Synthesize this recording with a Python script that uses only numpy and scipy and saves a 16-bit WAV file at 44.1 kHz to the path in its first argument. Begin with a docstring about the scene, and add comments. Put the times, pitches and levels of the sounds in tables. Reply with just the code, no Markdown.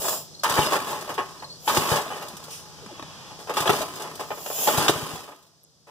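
"""A rope hisses and loose metal knocks: someone is about to pull-start a small petrol engine in a workshop.
They pull four times, but it does not catch. On each pull the starter's catches (pawls) snap in, the
turning parts rattle, the piston thumps and air chuffs out; then the rope winds back and the handle
knocks home. Between pulls, fingers squeak and tap on the carburettor. Near the end, three tiny, high
pings fall in pitch over a soft background hiss and hum."""
import sys
import numpy as np
from scipy import signal
from scipy.fft import rfft, irfft, next_fast_len
from scipy.io import wavfile
from scipy.ndimage import uniform_filter1d

SR = 44100
rng = np.random.default_rng(int(sys.argv[2]) if len(sys.argv) > 2 else 0)


def unload_audio(sound):
    """Save the sound as a 16-bit wav file, at the path given as the first command line argument."""
    columns = np.transpose(np.atleast_2d(sound))
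    # keep every value between -1 and 1, then stretch to whole-number steps
    steps = np.round(np.clip(columns, -1, 1) * 32767)
    wavfile.write(sys.argv[1], SR, steps.astype(np.int16))


N = 260526
TIME = np.arange(N) / SR
FFT_SIZE = next_fast_len(N + SR // 2)
HZ = np.maximum(np.arange(FFT_SIZE // 2 + 1) * SR / FFT_SIZE, 1)

# Levels are relative. A "colour" says how strong a sound is from low to high pitch.
# slides of the rope: loudest at t/s, level/dB, swell/(dB per s), fade/s, thinness/0-1
ROPE_SLIDES = [(0.085, -23, 74, 0.099, 0.12), (0.915, -36.5, 150, 0.015, 0.5),
               (1.677, -31.5, 322, 0.2, 0.6), (4.635, -22, 75.5, 0.12, 0.7)]
ROPE_COLOURS = [
    [(150, -13), (400, -5.5), (620, 0.5), (1200, -8), (2100, -22), (2800, -10.5), (4200, -13), (5400, -5),
     (6100, -15.5), (7400, 1), (8700, -14), (9600, -7.5), (12500, -12.5), (15300, -3)],
    [(150, -15.5), (400, -7), (700, 4.5), (1200, -12), (2100, -5.5), (3200, -0.5), (4200, -9), (5400, -3.5),
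     (7400, 5), (8400, -22), (9500, 1), (12000, -2.5), (13400, 6.5), (15300, 1)],
]   # one full hiss and one thin hiss: f/Hz, level/dB
HISS_COLOUR = [(22, -25), (50, -12), (75, -3), (140, 5), (230, -6), (550, -7.5), (1100, -16), (1700, -20),
               (2150, -17.5), (2700, -20), (3300, -12.5), (4300, -10), (5300, -6), (9000, -18.5),
               (15300, -27.5)]   # background hiss: f/Hz, level/dB
ROOM_HUM = [(120, -88.5), (160, -56)]   # low tones of the room: f/Hz, level/dB
# knocks of the starter, handle and frame: t/s, level/dB, treble/dB, decay/s
METAL_KNOCKS = [(0.018, -29.5, -6, 0.0075), (0.041, -26.5, -16, 0.018), (0.082, -20.5, -2, 0.0045),
                (0.126, -26, -16, 0.0065), (0.4333, -29, 0.5, 0.0076), (0.496, -24.5, -0.5, 0.0081),
                (0.564, -19, -20, 0.033), (0.721, -19, -11.5, 0.024), (0.756, -18.5, -18, 0.0091),
                (0.872, -32.5, -10, 0.044), (0.905, -36.5, -13, 0.073), (1.091, -27, -15.5, 0.019),
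                (1.179, -20, -28, 0.021), (1.423, -31, -21, 0.0095), (1.679, -25, -5, 0.023),
                (1.747, -23.5, -5, 0.017), (1.832, -31.5, -14, 0.0087), (1.889, -33, 1, 0.019),
                (1.915, -18.5, -13, 0.017), (1.957, -19, -9, 0.0068), (1.975, -25, -14, 0.027),
                (2.08, -41.5, -24, 0.0039), (2.102, -29, -25, 0.017), (2.122, -33.5, -18, 0.011),
                (2.158, -33, -13, 0.019), (2.21, -35, -16, 0.03), (2.482, -33, -18, 0.0041),
                (3.306, -44, -31, 0.028), (3.389, -43, -9.5, 0.055), (3.472, -35.5, -23, 0.036),
                (3.494, -24, -19, 0.014), (3.568, -22.5, -9, 0.015), (3.603, -24, -21, 0.008),
                (3.622, -23.5, -14.5, 0.005), (3.656, -17.5, -24.5, 0.013), (3.728, -25, -13, 0.016),
                (3.824, -31, -13.5, 0.011), (3.971, -36, -9, 0.0091), (3.997, -31, -13.5, 0.018),
                (4.038, -36, -29, 0.064), (4.195, -28.5, -13.5, 0.026), (4.3047, -22.5, -36.5, 0.013),
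                (4.373, -35.5, -25.5, 0.016), (4.4614, -21.5, -14, 0.0049), (4.501, -24.5, -18.5, 0.0063),
                (4.581, -28.5, -20.5, 0.0057), (4.673, -11.5, -14.5, 0.012), (4.775, -21.5, -5, 0.015),
                (4.807, -27.5, -16, 0.0099), (4.881, -21.5, -2, 0.015), (5.279, -38, -35, 0.014),
                (5.319, -40, -25, 0.011), (5.869, -49, -16.5, 0.12)]
METAL_TICKS = [(0.436, -13.5), (0.5425, -27), (1.009, -26), (1.14, -26), (1.771, -10.5), (2.015, -26),
               (2.223, -33), (2.282, -25), (2.367, -24.5), (2.4384, -25.5), (2.506, -27), (3.603, -13.5),
               (3.955, -23), (4.02, -23), (4.153, -25), (5.4256, -42.5), (5.466, -45)]   # light ticks: t/s, level/dB
KNOCK_COLOUR = [(100, -18.5), (250, -10.5), (400, -3), (650, -1), (900, 0.5), (1250, -6), (1550, -8),
                (1800, -6.5), (2200, -9), (3100, -12), (4400, -27.5), (8000, -35.5)]   # body of a knock: f/Hz, level/dB
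SCRAPE_COLOUR = [(1800, -23), (2700, -6.5), (3500, 4), (4300, 0.5), (5200, 1), (7000, 1.5), (10000, -1),
                 (12000, -4.5), (13000, 0), (14000, -9.5), (15300, -0.5)]   # bright metal contact: f/Hz, level/dB
CASING_RINGS = [(299, 18, 3), (381.2, 6.6, 8.5), (470, 110, 5), (591.4, 18, 10), (709, 7.7, 5.5),
                (849, 64, 6.5), (1022, 33, 6.5), (1100, 28, 9), (1239, 100, 7.5), (1550, 45, 1.5),
                (1708, 54, 7), (2970, 49, 0), (3090, 24, -0.5), (3550, 70, -0.5), (3650, 22, 0.5),
                (4780, 410, 5.5), (5100, 34, 6), (6330, 60, 3), (11100, 45, 3)]   # pitches at which the casing rings: f/Hz, width/Hz, lift/dB
STEEL_RINGS = [(580, -8.5, .7), (843, -9, .8), (1095, -16, .5), (1286, -16, 0.44), (1580, -14.5, .4)]   # thin steel parts: f/Hz, level/dB, time to fall 60 dB/s
# squeaks of pulley, spring and fingertips: t/s, length/s, start f/Hz, end f/Hz, level/dB, waver/share of f
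SQUEAK_GLIDES = [(0.343, 0.015, 4330, 4120, -37, .035), (0.391, 0.012, 4530, 4270, -36, .035),
                 (0.612, 0.03, 3230, 2600, -24.5, 0.043), (0.635, 0.069, 5100, 5080, -29.5, 0.062),
                 (1.396, .012, 4480, 4130, -41, .03), (1.441, 0.013, 4560, 4030, -32, 0.027),
                 (1.492, 0.049, 4290, 4590, -34, 0.03), (2.1, 0.055, 2930, 3000, -38.5, 0.024),
                 (2.328, 0.04, 180, 219, -44, .03), (2.55, 0.29, 852, 843, -51, .007),
                 (2.818, 0.04, 540, 310, -41.5, 0.12), (2.854, 0.033, 276, 187, -41, .1),
                 (2.883, 0.031, 850, 830, -40, .02), (2.898, 0.032, 677, 516, -44.5, .1),
                 (2.911, 0.032, 450, 249, -40.5, .12), (2.994, 0.016, 347, 288, -37.5, .03),
                 (3.02, 0.016, 293, 240, -38, .03), (3.023, 0.026, 748, 500, -45, .03)]
# pawls hitting the starter cup: t/s, level/dB, decay/s, clang/dB, sharpness/0-1
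PAWL_SNAPS = [(0.4358, -18, 0.009, -16, 0.6), (0.4432, -18.5, 0.016, -9, 0.3),
              (0.456, -22.5, .012, -9.5, 0.4), (0.49, -22, .012, -10, .4), (0.513, -24, 0.011, -5.5, .5),
              (0.733, -19.5, 0.018, -22, 0), (1.677, -18.5, 0.021, -4.5, 0.02),
              (1.696, -21, 0.0065, -8.5, .5), (1.768, -17, 0.0035, -14, 0.1), (3.569, -22.5, 0.036, -6, 0),
              (3.676, -18.5, 0.009, -1.5, 0.6), (4.882, -11, 0.009, -2.5, 1)]
SOLID_COLOUR = [(420, -15.5), (560, -2.5), (700, -12), (900, 4.5), (1250, -4), (1650, -5), (2200, -7)]   # solid clack: f/Hz, level/dB
SHARP_COLOUR = [(600, -10.5), (900, -4), (1300, -2), (1650, -1.5), (2200, -10.5)]   # sharper clack: f/Hz, level/dB
CLANG_COLOUR = [(2200, -22.5), (2800, -2.5), (3400, -1), (4300, -17.5), (6000, -17.5)]   # high clang: f/Hz, level/dB
# pulls: t/s, pull/s, rewind/s, rattle level/dB, scrape level/dB, rattle drop/dB, scrape drop/dB
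ROPE_PULLS = [(0.46, 0.21, 0.7, -27.5, -28, 2, 6.5), (1.672, 0.3, 1, -27.5, -30.5, 7.5, 9.5),
              (3.538, 0.29, 0.96, -30, -31.5, 7, 9), (4.694, 0.17, 0.29, -24.5, -27.5, 6, 5)]
# the crank falters as the piston climbs: t/s, dip/dB (a negative dip is a lift)
CRANK_STALLS = [(0.487, 2.5), (0.71, -2), (3.643, 6.5)]
RATTLE_COLOUR = [(50, -31), (110, -7), (240, -3), (380, -2.5), (520, -9), (720, -7), (950, -1.5),
                 (1250, -5.5), (1500, -7.5), (1800, -7), (2200, -9), (3000, -10), (3600, -20.5),
                 (4400, -23.5)]   # dull rattle of the turning parts: f/Hz, level/dB
PISTON_STROKES = [(0.502, -26.5), (0.586, -9.5), (1.777, -14), (1.916, -12), (3.604, -24.5), (3.697, -16.5),
                  (4.777, -12.5), (4.899, -21), (4.957, -23.5), (5.025, -24), (5.132, -26)]   # the piston pushes against trapped air: t/s, level/dB
FRAME_RINGS = [(62, -9.5, 0.026), (120, 4, 0.036), (148.3, -12.5, 0.19)]   # the engine on its frame: f/Hz, level/dB, time to fall 60 dB/s
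# air leaving the cylinder: t/s, pop level/dB, rush level/dB, decay/s, lower f/Hz, upper f/Hz
AIR_BURSTS = [(0.586, 12, -13, 0.0027, 360, 804), (0.5919, 17.5, -10.5, 0.0023, 393, 820),
              (1.7712, 11, -7, 0.0038, 390, 830), (3.694, 18, -10, 0.0088, 396, 820),
              (3.7007, 13, -13.5, .005, 420, 850), (4.8946, 18.5, -9.5, 0.004, 318, 470)]
PORT_RINGS = [(55, 12.5), (100, 8)]   # lower and upper ring of the air outlet: width/Hz, lift/dB
CHUFF_COLOUR = [(110, -3.5), (220, -12), (370, -6), (600, -9), (850, -4.5), (1150, -4.5), (1600, -12),
                (2200, -10), (3300, -13.5), (4500, -21), (9000, -24.5), (15000, -25.5)]   # escaping air: f/Hz, level/dB
HAND_CHANGES = [(304, 37, 1.5), (430, 52, 3), (595, 30, -2.5), (617, 40, 2.5), (850, 56, -0.5),
                (925, 40, -5.5), (1097, 49, -4.5), (1380, 100, 0.5), (1543, 63, -0.5), (1700, 110, -3.5)]   # how a resting hand changes the ringing: f/Hz, width/Hz, change/dB
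SCUFF_COLOUR = [(3000, 0), (4300, -8), (5500, 2), (7200, -4), (8300, -6), (9600, 1.5), (11000, -15),
                (13300, -6), (15300, -11)]   # a hand brushing the starter housing: f/Hz, level/dB
FINGER_COLOUR = [(150, 1.5), (380, -11.5), (600, -5.5), (900, -0.5), (1300, -5), (2000, -8), (3300, -2.5),
                 (4400, -19)]   # fingers on metal: f/Hz, level/dB
FINGER_TAPS = [(2.861, -45), (2.9948, -43), (3.025, -40.5)]   # taps on the carburettor: t/s, level/dB
HIGH_PINGS = [(5.634, 12500, -40), (5.640, 9600, -36), (5.649, 6970, -40.5)]   # tiny pings near the end: t/s, f/Hz, level/dB
EAR_LIKENESS = [(60, 0.4), (130, 0), (250, 0.7), (500, 0.83), (1100, 1), (1700, 0.66), (2150, 0.95),
                (2700, 0.22), (3300, 0.75), (4300, 0.62), (5400, 0.32), (8000, 0.2), (14000, 0)]   # how alike left and right are: f/Hz, likeness/0-1
LEFT_LOUDER = [(60, 1), (150, 1.5), (400, 2.5), (800, 2), (1200, -1.5), (3000, 0), (8000, 0), (14000, -2.5)]   # how much louder the left side is: f/Hz, level/dB
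LEFT_AHEAD = [(0, 0), (300, -.4), (800, -.25), (1300, .1), (2150, 3.1), (3250, 6.2), (4300, 8.8),
              (6500, 14.8), (9900, 23.3), (13200, 32.1), (16000, 40.8)]   # how far the left side is ahead: f/Hz, phase/rad


def from_db(db):
    """Turn decibels into a number to multiply by."""
    return np.exp(np.asarray(db) * (np.log(10) / 20))


def rms_one(x):
    """Scale to an average power of 1."""
    return x / np.sqrt(np.mean(x ** 2) + 1e-20)


def at_hz(points):
    """Join a table's points into a curve over all frequencies."""
    hz, value = np.transpose(points)
    return np.interp(np.log(HZ), np.log(hz), value)


def peaks(rows):
    """A curve in dB with a bump or dip at each ringing pitch."""
    return sum(lift / (1 + (2 * (HZ - hz) / width) ** 2) for hz, width, lift in rows)


def filtered(x, response):
    """Pass a sound through a filter, given frequency by frequency."""
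    return irfft(rfft(x.astype(np.float32), FFT_SIZE) * response.astype(np.complex64), FFT_SIZE)[..., :N]


def causal(gain):
    """A filter with these gains that rings after a hit, never before it."""
    cepstrum = irfft(np.log(gain).astype(np.float32), FFT_SIZE)
    cepstrum[1:FFT_SIZE // 2] *= 2
    cepstrum[FFT_SIZE // 2 + 1:] = 0
    return np.exp(rfft(cepstrum))


def colour(points, ring=0):
    """Make a filter from a colour table; `ring` sets how strongly the CASING_RINGS peaks are added."""
    octaves_below = np.maximum(np.log2(points[0][0] / HZ), 0)
    octaves_above = np.maximum(np.log2(HZ / points[-1][0]), 0)
    db = at_hz(points) + ring * peaks(CASING_RINGS) - 15 * (octaves_below + octaves_above)
    return causal(rms_one(from_db(db)))


def noise():
    """White stereo noise, most alike in both ears at middle pitches."""
    alike = np.clip(at_hz(EAR_LIKENESS), -.99, .99)
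    mid, side = filtered(rng.standard_normal((2, N)), np.sqrt([1 + alike, 1 - alike]) / np.sqrt(2))
    return np.array([mid + side, mid - side])


def ramp(start_s, length_s):
    """Rise from 0 to 1 along a straight line."""
    return np.clip((TIME - start_s) / length_s, 0, 1)


def burst(s, db, decay_s, rise_s=0.00066):
    """Loudness of one contact: it rises quickly and dies away."""
    out, start = np.zeros(N), int(s * SR)
    age = TIME[:min(N - start, SR // 2)]
    out[start:start + len(age)] = from_db(db) * (1 - np.exp(-age / rise_s)) * np.exp(-age / decay_s)
    return out


def chatter(per_s, smooth_share, decay_s, spread_db=3):
    """Loudness of many small, uneven contacts on top of a steady rub."""
    sizes = from_db(spread_db * np.minimum(rng.exponential(1, N), 3))
    hits = sizes * (rng.random(N) < per_s / SR)
    power = signal.lfilter([1], [1, -np.exp(-2 / (decay_s * SR))], hits ** 2 + 1e-12)
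    power /= uniform_filter1d(power, size=2200) + power.mean() / 20   # even out slow changes
    return rms_one(np.sqrt(smooth_share + (1 - smooth_share) * power))


def slide(peak_s, db, swell_db_per_s, fade_s):
    """Loudness of one sliding move: a steady swell, then a rounded fade."""
    swell = from_db(db - swell_db_per_s * np.maximum(peak_s - TIME, 0))
    return swell * np.exp(-(np.maximum(TIME - peak_s, 0) / fade_s) ** 2)


def rope():
    """The rope rubs through its guide with a grainy hiss, full or thin."""
    grain = noise() * chatter(per_s=1200, smooth_share=.6, decay_s=.003)
    full = sum(slide(*move) * (1 - thinness) for *move, thinness in ROPE_SLIDES)
    thin = sum(slide(*move) * thinness for *move, thinness in ROPE_SLIDES)
    return sum(filtered(grain * gain, colour(shape)) for gain, shape in zip((full, thin), ROPE_COLOURS))


def background(hiss_db=-47, sink_db=14):
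    """Soft background hiss with a few gentle peaks, and a low hum; both sink after the last pull."""
    hum = sum(from_db(db) * np.sin(2 * np.pi * hz * TIME) for hz, db in ROOM_HUM)
    swell_db = 1.5 * np.exp(-((TIME - 3.3) / 0.27) ** 2)   # a little louder in the long pause
    hiss = from_db(hiss_db + swell_db) * filtered(noise(), colour(HISS_COLOUR, ring=.5))
    return (hiss + hum) * from_db(-sink_db * ramp(start_s=5.2, length_s=0.096))


def knocks(impact_db=8, crack_db=5.5, tick_db=-9.5, bounce_s=0.01, bounce_db=-9):
    """Loose metal hits the casing, buzzes and bounces once; light ticks only stir its high notes."""
    impacts, body, crack = np.zeros((3, N))
    for s, db, treble_db, decay_s in METAL_KNOCKS:
        impacts[int(s * SR)] = from_db(db + impact_db)
        for hit_s, hit_db in [(s, db), (s + bounce_s, db + bounce_db)]:
            body += burst(hit_s, hit_db, decay_s)
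            crack += burst(hit_s, hit_db + treble_db + crack_db, decay_s)
    ticks = sum(burst(s, db + tick_db, decay_s=0.011) for s, db in METAL_TICKS)
    dull = filtered(impacts + noise() * body, colour(KNOCK_COLOUR, ring=1))
    bright = filtered(noise() * (crack + ticks), colour(SCRAPE_COLOUR, ring=1))
    return dull + bright


def singing_steel(x):
    """Thin steel parts pick up the blows and ring on after them."""
    response = sum(from_db(db) / (1 + 2j * np.pi * (HZ - hz) * ring_s / np.log(1000))
                   for hz, db, ring_s in STEEL_RINGS)
    return x + filtered(x, response)


def workshop(x, echo_db=-9.5, ring_s=0.28, echo_high_cut_hz=9000, echo_low_cut_hz=350):
    """The short room echo has little bass, and clutter soaks up its highest treble."""
    tail = noise() * from_db(-60 * TIME / ring_s) * (1 - np.exp(-(TIME / 0.0059) ** 2))
    tail /= np.sqrt(np.sum(tail ** 2) / 2)
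    kept = 1 / (1 + 1j * HZ / echo_high_cut_hz) / (1 + echo_low_cut_hz / (1j * HZ)) ** 2
    return x + from_db(echo_db) * filtered(x, rfft(tail, FFT_SIZE) * kept)


def treble_ripple(x, copy_db=-8.5, lowest_hz=2200, delay_s=.004, sway_s=.0004, sway_hz=.9):
    """A faint, slowly shifting ripple in the treble's colour, made by adding three delayed copies."""
    treble = filtered(x, 1 / (1 + (lowest_hz / HZ) ** 4))
    copies, draws = 0, rng.random((3, 2))
    for lateness, turn in draws:
        delay = delay_s * (lateness + .5) / 1.5 + sway_s * np.sin(2 * np.pi * (sway_hz * TIME + turn))
        copies = copies + np.array([np.interp(TIME - delay, TIME, side) for side in treble])
    gain = from_db(copy_db)
    return x - treble + (treble + gain * copies) / np.sqrt(1 + len(draws) * gain ** 2)


def squeaks(octave_db=-20):
    """Surfaces stick and slip, making short, wavering tones that glide in pitch."""
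    out = np.zeros(N)
    for s, length_s, start_hz, end_hz, db, waver in SQUEAK_GLIDES:
        start, along = int(s * SR), np.linspace(0, 1, int(length_s * SR))
        unsteady = 1 + waver * np.interp(along, np.linspace(0, 1, 20), rng.standard_normal(20))
        phase = 2 * np.pi * np.cumsum((start_hz + (end_hz - start_hz) * along) * unsteady) / SR
        tone = np.sin(phase) + from_db(octave_db) * np.sin(2 * phase)
        out[start:start + len(along)] += from_db(db) * np.sin(np.pi * along) * tone
    return out


def pawls(impact_db=17, cup_ring_db=-42.5, cup_ring_s=0.071):
    """Small steel catches snap against the starter cup, which clacks, clangs and rings on."""
    buzz, age = noise(), TIME[:SR // 3]
    solid, sharp, clangs = np.zeros((3, 2, N))
    for s, db, decay_s, clang_db, sharpness in PAWL_SNAPS:
        span = slice(int(s * SR), int(s * SR) + len(age))
        impact = from_db(db + impact_db) * (age == 0)
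        snap = impact + buzz[:, span] * burst(s, db, decay_s)[span]
        clack = snap + buzz[:, span] * burst(s, db + cup_ring_db, cup_ring_s)[span]
        solid[:, span] += (1 - sharpness) * clack
        sharp[:, span] += sharpness * clack
        clangs[:, span] += from_db(clang_db) * snap
    parts = [(solid, SOLID_COLOUR), (sharp, SHARP_COLOUR), (clangs, CLANG_COLOUR)]
    return sum(filtered(force, colour(shape, ring=1)) for force, shape in parts)


def turning(bright=False, spin_up_s=0.093, let_go_s=0.014, stall_s=0.016):
    """Loudness of the dull rattle or bright scrape as the starter turns on each pull."""
    out = np.zeros(N)
    for start, pull_s, rewind_s, rattle_db, scrape_db, rattle_drop_db, scrape_drop_db in ROPE_PULLS:
        pull_db, drop_db = (scrape_db, scrape_drop_db) if bright else (rattle_db, rattle_drop_db)
        let_go = start + pull_s
        coast_s = np.maximum(TIME - let_go, 0)
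        db = pull_db - 5 * (1 - ramp(start, spin_up_s))   # the crank gathers speed
        db -= drop_db * ramp(let_go, let_go_s)   # the pull eases off
        db -= 26.5 * coast_s   # the starter slows as it rewinds
        db -= 55.5 * np.maximum(coast_s - rewind_s, 0)   # then it comes to rest
        out += from_db(db) * (TIME >= start)
    stall_db = sum(db * np.exp(-((TIME - s) / stall_s) ** 2) for s, db in CRANK_STALLS)
    return out * from_db(-stall_db)


def starter():
    """Turning parts rattle the casing; the same contacts scrape brightly."""
    contacts = noise() * chatter(per_s=400, smooth_share=.35, decay_s=.004)
    rattle = filtered(contacts * turning(), colour(RATTLE_COLOUR, ring=1.03))
    scrape = filtered(contacts * turning(bright=True), colour(SCRAPE_COLOUR, ring=1))
    return rattle + scrape


def clinks(clink_db=9.5, loss_db_per_octave=7, spread_db=12.5, lowest_hz=600, decay_s=.011):
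    """Loose parts ring briefly, each at its own pitch, louder when the starter rattles harder."""
    rattle, age = turning(), TIME[:SR // 16]
    out = np.zeros(N)
    for when, height, size in rng.random((700, 3)):
        start, octaves = int(when * (N - len(age))), 3.5 * height
        hz = lowest_hz * 2 ** octaves
        gain = rattle[start] * from_db(clink_db - loss_db_per_octave * octaves + spread_db * (size - 1))
        out[start:start + len(age)] += gain * np.sin(2 * np.pi * hz * age) * np.exp(-age / decay_s)
    return out


def piston_thumps(rise_s=0.0055, lowest_hz=55, left_db=3):
    """Each push of the piston against trapped air rocks the engine on its frame."""
    strokes, age = np.zeros(N), TIME[:SR // 2]
    for s, db in PISTON_STROKES:
        strokes[int(s * SR)] = from_db(db)
    ring = sum(from_db(db - 60 * age / ring_s) * np.sin(2 * np.pi * hz * age)
               for hz, db, ring_s in FRAME_RINGS)
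    thumps = filtered(strokes, rfft(ring * (1 - np.exp(-age / rise_s)), FFT_SIZE))
    # so small a body gives off little deep bass
    bass_cut = signal.butter(4, lowest_hz, "high", fs=SR, output="sos")
    return signal.sosfilt(bass_cut, thumps) * from_db([[left_db], [-left_db]])


def chuffs(pop_s=0.000084, port_db=-3):
    """Trapped air leaves with a pop and a short rush, ringing at two pitches that move with the piston."""
    air, out = noise(), np.zeros((2, N))
    for s, pop_db, rush_db, decay_s, *pitches in AIR_BURSTS:
        span = slice(int(s * SR), int(s * SR) + SR // 8)
        flow = burst(s, pop_db, pop_s)[span] + air[:, span] * burst(s, rush_db, decay_s)[span]
        for hz, (width, lift_db) in zip(pitches, PORT_RINGS):
            ring = signal.lfilter(*signal.iirpeak(hz, hz / width, fs=SR), flow)
            flow = flow + (from_db(lift_db) - 1) * ring
        out[:, span] += from_db(port_db) * flow
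    return filtered(out, colour(CHUFF_COLOUR))


def resting_hand(x):
    """Once a hand rests on the engine, some ringing notes are muffled and others stand out."""
    grip = ramp(start_s=2.14, length_s=0.25)
    return x * (1 - grip) + filtered(x * grip, causal(from_db(peaks(HAND_CHANGES))))


def fingers(rub_db=-46.5, tap_db=14.5, clang_db=-1):
    """A hand scuffs the starter housing, then fingers rub and tap the carburettor."""
    scuff = slide(peak_s=2.52, db=-38.5, swell_db_per_s=400, fade_s=0.088)
    rub = from_db(rub_db) * (ramp(start_s=2.55, length_s=0.46) - ramp(start_s=3.29, length_s=0.18))
    taps = sum(burst(s, db + tap_db, decay_s=.003) for s, db in FINGER_TAPS)
    skin = noise()
    return (filtered(skin * scuff, colour(SCUFF_COLOUR))
            + filtered(skin * (taps + rub), colour(FINGER_COLOUR, ring=.5))
            + from_db(clang_db) * filtered(skin * taps, colour(CLANG_COLOUR)))


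def pings():
    """Three tiny, high pings near the end, each lower than the one before."""
    return sum(burst(s, db, decay_s=.0009, rise_s=0.00016) * np.sin(2 * np.pi * hz * TIME)
               for s, hz, db in HIGH_PINGS)


def scene():
    """The engine and the hands on it, in the room."""
    metal = singing_steel(starter() + clinks() + pawls() + knocks())
    engine = resting_hand(metal + chuffs()) + piston_thumps()
    in_room = workshop(engine + rope() + fingers() + squeaks())
    return treble_ripple(in_room) + pings() + background()


def record(dry, ceiling=1.3, cutoff_hz=15500):
    """Two unequal microphones a little apart; loud peaks are rounded and the highest treble is cut."""
    tilt_db = at_hz(LEFT_LOUDER) / 2
    lead = np.exp(.5j * np.interp(HZ, *np.transpose(LEFT_AHEAD)))
    sides = filtered(dry, np.array([from_db(tilt_db) * lead, from_db(-tilt_db) / lead]))
    rounded = ceiling * np.tanh(sides / ceiling)
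    return signal.sosfilt(signal.ellip(12, .1, 80, cutoff_hz, fs=SR, output="sos"), rounded)


dry = scene()
out = record(dry)
unload_audio(out)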